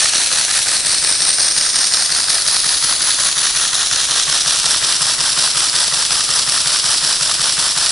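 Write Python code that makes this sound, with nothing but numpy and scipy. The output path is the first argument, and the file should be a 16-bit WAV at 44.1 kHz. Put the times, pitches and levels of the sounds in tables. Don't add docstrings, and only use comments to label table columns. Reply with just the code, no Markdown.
import sys
import numpy as np
from scipy import signal
from scipy.fft import rfft, irfft
from scipy.io import wavfile

SR = 44100
rng = np.random.default_rng(int(sys.argv[2]) if len(sys.argv) > 2 else 0)


def to_wav(sig):
    pcm = np.clip(np.atleast_2d(sig), -1, 1) * 32767
    pcm = np.round(pcm).astype(np.int16)
    wavfile.write(sys.argv[1], SR, pcm.T)


N = 348831
TIME = np.arange(N) / SR

# (place in the turn [0-1], steel tick [dB], iron bed [dB], wooden base [dB])
KNOCKS = [(.073, -25, -28, -38), (.121, -19, -25.5, -43), (.135, -27, -25, -36), (.205, -17, -37, -37),
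          (.239, -16, -28.5, -32), (.303, -32, -32, -36), (.352, -31, -36.5, -36.5),
          (.383, -16.5, -30, -42), (.399, -32, -25.5, -32), (.613, -43, -29.5, -33),
          (.661, -17.5, -39.5, -43), (.682, -17, -23.5, -42), (.731, -20.5, -33.5, -39),
          (.777, -22.5, -34, -35), (.819, -19.5, -42, -52), (.84, -22, -31.5, -40.5),
          (.889, -18, -40, -35.5)]
# (opening place [0-1 turn], closing place [0-1 turn], air [dB], scrape [dB])
RUSHES = [(0.172, 0.257, -17, -28), (0.293, 0.41, -19, -34), (.443, .625, -17, -27),
          (0.664, 0.74, -22.5, -42), (0.823, 0.9, -20, -36)]
# (frequency [Hz], relative level [dB], 60 dB decay time [s])
BASE_MODES = [(148.4, -33.5, 0.11), (136.3, -39, 0.12)]
REVERSAL_PLACES = (.131, .805)

# (frequency [Hz], relative level [dB])
AIR_SPECTRUM = [(300, -26.5), (1000, -32), (2300, -11.5), (3200, -4), (4300, 0), (5500, 1), (6200, -3),
                (7100, -6.5), (8200, -1.5), (9200, -0.5), (10200, -0.5), (11000, -9)]
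# (frequency [Hz], relative level [dB])
STEEL_SPECTRUM = [(400, -25.5), (1300, -16.5), (2300, -7.5), (3300, -2), (4400, 5.5), (5500, 5),
                  (6300, -1.5), (7100, -0.5), (8500, 0.5), (10100, -2), (11000, -2.5)]
# (frequency [Hz], relative level [dB])
BED_SPECTRUM = [(300, -27), (700, -6), (1000, -2), (1250, 2.5), (1550, -0.5), (1880, -2), (2120, -9),
                (3000, -9.5), (6000, -23.5)]
# (frequency [Hz], relative level [dB])
BASE_SPECTRUM = [(40, -12), (120, 1.5), (240, -5.5), (320, 0), (420, -3.5), (640, 4.5), (900, -1.5),
                 (1400, -10), (3000, -18)]
# (frequency [Hz], relative level [dB])
SCRAPE_SPECTRUM = [(40, -23), (150, -11.5), (400, -13), (640, -3.5), (950, -0.5), (1280, 2), (1850, 1),
                   (2150, -13.5), (4000, -32), (9000, -26)]
# (frequency [Hz], relative level [dB])
RUMBLE_SPECTRUM = [(20, -4), (55, 3.5), (100, -3), (150, -11), (250, -15), (500, -29), (2000, -48)]
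# (frequency [Hz], relative level [dB])
HISS_SPECTRUM = [(20, 1), (200, -4.5), (330, -3), (1100, -3.5), (1550, -5.5), (2400, -3), (3300, -5),
                 (4700, 2), (8000, 4), (10500, 2)]

# (time [s], engine gain [dB], extra bed gain [dB], thump gain [dB])
MICROPHONE_PATH = [(0, 2, -.5, -12), (1.1, -0.33, 0.1, -5), (2.9, -0.43, -0.4, -3.5),
                   (4.6, 0.33, 0.64, 5.5), (7.9, -.2, 0.9, 6)]
# (time when nearest [s], Gaussian width of reach [s],
# extra path when nearest [m], change of path [m/s], strength in the high treble [ratio, negative = inverted])
REFLECTORS = [(-.1, 1.96, .1721, .0114, .38), (.7, .78, .1573, .0089, .52), (.99, .71, .0824, -.0258, .29),
              (1.14, 4, .0916, .0155, -.21), (1.36, 1.98, .1426, .0161, .29),
              (1.51, .5, .1137, -.0043, .38), (2.8, 4, .0822, .0228, .12), (3.36, .96, .0792, -.007, -.38),
              (3.5, 1.82, .0438, -.0014, -.35)]
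# (frequency [Hz], left minus right [dB])
CAPSULE_TILT = [(100, .3), (2700, .4), (4000, -.4), (5300, -1.5), (6500, 0), (7200, -1.5), (8100, 3),
                (9200, 3.3), (10700, 3)]
# (frequency [Hz], 60 dB decay time [s])
ROOM_DECAY = [(100, 0.33), (1000, 0.2), (4000, 0.43), (11000, 0.12)]

START_SPEED, END_SPEED, SETTLE_S, START_PLACE = 5.6423, 5.33859, 6, .3632
CHATTER_S, BODY_LAG_S = .0014, .000775
RUSH_ATTACK_S, RUSH_RELEASE_S = .0025, .0061
LEAK_DB, RUB_DB = -20.5, -35
ARRIVE_S = 5.11
REFLECT_ABOVE_HZ = 2950
SOUND_M_PER_S = 343
EDGE_HZ = 10800


def turns_made(t):
    slowing = (START_SPEED - END_SPEED) * SETTLE_S * (1 - np.exp(-t / SETTLE_S))
    return START_PLACE + END_SPEED * t + slowing


def moments(place):
    turns = turns_made(TIME)
    passes = np.arange(np.ceil(turns[-1])) + place
    inside = (passes > turns[0]) & (passes < turns[-1])
    return np.interp(passes[inside], turns, TIME)


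def knocks(uneven_db, jitter_s, loose):
    steel, bed, base = np.zeros((3, N))
    t = np.arange(SR // 30) / SR
    rise = t / CHATTER_S
    for place, steel_db, bed_db, base_db in KNOCKS:
        for moment in moments(place):
            late, force, bright = rng.standard_normal(3)
            chatter = rng.standard_normal((2, len(t))) * rise * np.exp(-rise)
            chatter /= np.linalg.norm(chatter[0])
            impulse = t == 0
            blow = (impulse + loose * chatter[1]) / np.hypot(1, loose)
            size = gain_of(uneven_db * force) * np.sqrt(SR / 200)
            struck = moment + jitter_s * late
            add(steel, struck, size * gain_of(steel_db + bright) * chatter[0])
            add(bed, struck + BODY_LAG_S, size * gain_of(bed_db) * blow)
            add(base, struck + BODY_LAG_S, size * gain_of(base_db) * blow)
    body = colour(bed, BED_SPECTRUM) + colour(base, BASE_SPECTRUM)
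    return colour(steel, STEEL_SPECTRUM), body


def stroke_levels():
    turns = turns_made(TIME)
    air_power, scrape_power = gain_of(LEAK_DB) ** 2, 0
    for opens, closes, air_db, scrape_db in RUSHES:
        age = (turns - opens) % 1 / END_SPEED
        hold = (closes - opens) / END_SPEED
        attack = np.minimum(age / RUSH_ATTACK_S, 1)
        release = np.exp(-np.maximum(age - hold, 0) / RUSH_RELEASE_S)
        rush = attack * release
        air_power = air_power + (gain_of(air_db) * rush) ** 2
        scrape_power = scrape_power + (gain_of(scrape_db) * rush) ** 2
    return np.sqrt(air_power), np.sqrt(scrape_power)


def air_and_scrape(sputter_db, grit_db, swell_db):
    air_gain, scrape_gain = stroke_levels()
    swell = swell_db * wander(12)
    sputter, grit = wander(224), wander(470)
    roughness = (grit + sputter) / np.sqrt(2)
    air = evened(rng.standard_normal(N) * gain_of(sputter_db * sputter + swell))
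    scrape = evened(rng.standard_normal(N) * gain_of(grit_db * roughness + swell))
    rub = gain_of(RUB_DB) * evened(rng.standard_normal(N) * gain_of(grit_db * grit))
    friction = colour(scrape * scrape_gain, SCRAPE_SPECTRUM) + colour(rub, BED_SPECTRUM)
    return colour(air * air_gain, AIR_SPECTRUM), friction


def thump(uneven_db, rise_s, return_db):
    t, out = np.arange(SR // 4) / SR, np.zeros(N)
    ring = 0
    for hz, db, t60 in BASE_MODES:
        ring = ring - gain_of(db - 60 * t / t60) * np.sin(2 * np.pi * hz * t)
    ring = ring * (1 - np.exp(-t / rise_s))
    for place, push_db in zip(REVERSAL_PLACES, (0, return_db)):
        for moment in moments(place):
            add(out, moment, gain_of(push_db + uneven_db * rng.standard_normal()) * ring)
    return out


def moving_microphone(x, capsule_contrast):
    hz, t, z = signal.stft(x, SR, nperseg=1024, noverlap=768)
    hz, paths = hz[:, None], 1
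    for nearest_s, reach_s, extra_m, drift, strength in REFLECTORS:
        past = np.minimum(t, ARRIVE_S) - nearest_s
        delay = (extra_m + drift * past) / SOUND_M_PER_S
        reach = np.exp(-.5 * (past / reach_s) ** 2)
        share = strength * reach * hz / np.hypot(hz, REFLECT_ABOVE_HZ)
        paths = paths + share * np.exp(-2j * np.pi * hz * delay)
    tilt = capsule_contrast * read(CAPSULE_TILT, hz) / 2
    stereo = z * paths * gain_of([tilt, -tilt])
    return signal.istft(stereo, SR, nperseg=1024, noverlap=768)[1][:, :N]


def room(x, echo_db, apart_db, count=6):
    hz, t, z = signal.stft(rng.standard_normal((count, 3, SR // 3)), SR, nperseg=256)
    decay = gain_of(-60 * t / read(ROOM_DECAY, hz)[:, None])
    tails = signal.istft(z * decay, SR, nperseg=256)[1]
    tails[..., :SR // 500] = 0
    spot, echo = np.linspace(0, count - 1, N), 0
    for k, (common, *separate) in enumerate(tails):
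        tail = common + gain_of(apart_db) * np.array(separate)
        share = np.sqrt(np.maximum(1 - abs(spot - k), 0))
        heard = signal.oaconvolve(x * share, tail / np.linalg.norm(common), axes=1)
        echo = echo + heard[:, :N]
    return gain_of(echo_db) * echo


def background(rumble_db, hiss_db):
    rumble = colour(rng.standard_normal(N), RUMBLE_SPECTRUM)
    hiss = np.array([colour(noise, HISS_SPECTRUM) for noise in rng.standard_normal((2, N))])
    return gain_of(rumble_db) * rumble + gain_of(hiss_db) * hiss


def gain_of(db):
    return 10 ** (np.asarray(db) / 20)


def evened(x):
    return x / np.sqrt(np.mean(x ** 2) + 1e-20)


def read(points, hz):
    f, value = np.transpose(points)
    return np.interp(np.log(hz + 1), np.log(f + 1), value)


def add(mix, s, sound):
    start = int(round(s * SR))
    if 0 <= start < N:
        mix[start:start + len(sound)] += sound[:N - start]


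def colour(x, spectrum, size=4096):
    hz = abs(np.fft.fftfreq(size, 1 / SR))
    beyond_edge_db = 30 * np.clip(hz / EDGE_HZ - 1, 0, 1)
    log_gain = np.log(gain_of(read(spectrum, hz) - beyond_edge_db))
    response = np.exp(np.conj(signal.hilbert(log_gain)))
    taps = np.fft.ifft(response).real[:size // 2]
    return signal.oaconvolve(x, taps / np.linalg.norm(taps))[:N]


def wander(hz):
    f = np.fft.rfftfreq(N, 1 / SR)
    return evened(irfft(rfft(rng.standard_normal(N)) / (1 + (f / hz) ** 4), N))


def scene():
    s, *levels = np.transpose(MICROPHONE_PATH)
    engine_db, bed_db, thump_db = (np.interp(TIME, s, level) for level in levels)
    steel, body = knocks(uneven_db=1.46, jitter_s=.0005, loose=1.4)
    air, scrape = air_and_scrape(sputter_db=1.0, grit_db=1.5, swell_db=0.66)
    engine = gain_of(engine_db) * (steel + air + gain_of(bed_db) * (body + scrape))
    rocking = gain_of(thump_db) * thump(uneven_db=-1.0, rise_s=0.0051, return_db=-11)
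    near = moving_microphone(engine + rocking, capsule_contrast=1.13)
    echo = room(near, echo_db=-16, apart_db=-3)
    return near + echo + background(rumble_db=-52.0, hiss_db=-24.5)


def record(dry):
    held = np.clip(dry, -.93, .93)
    low_pass = signal.firwin(301, EDGE_HZ, window=("kaiser", 8), fs=SR)
    return signal.oaconvolve(held, low_pass[None], "same")


dry = scene()
out = record(dry)
to_wav(out)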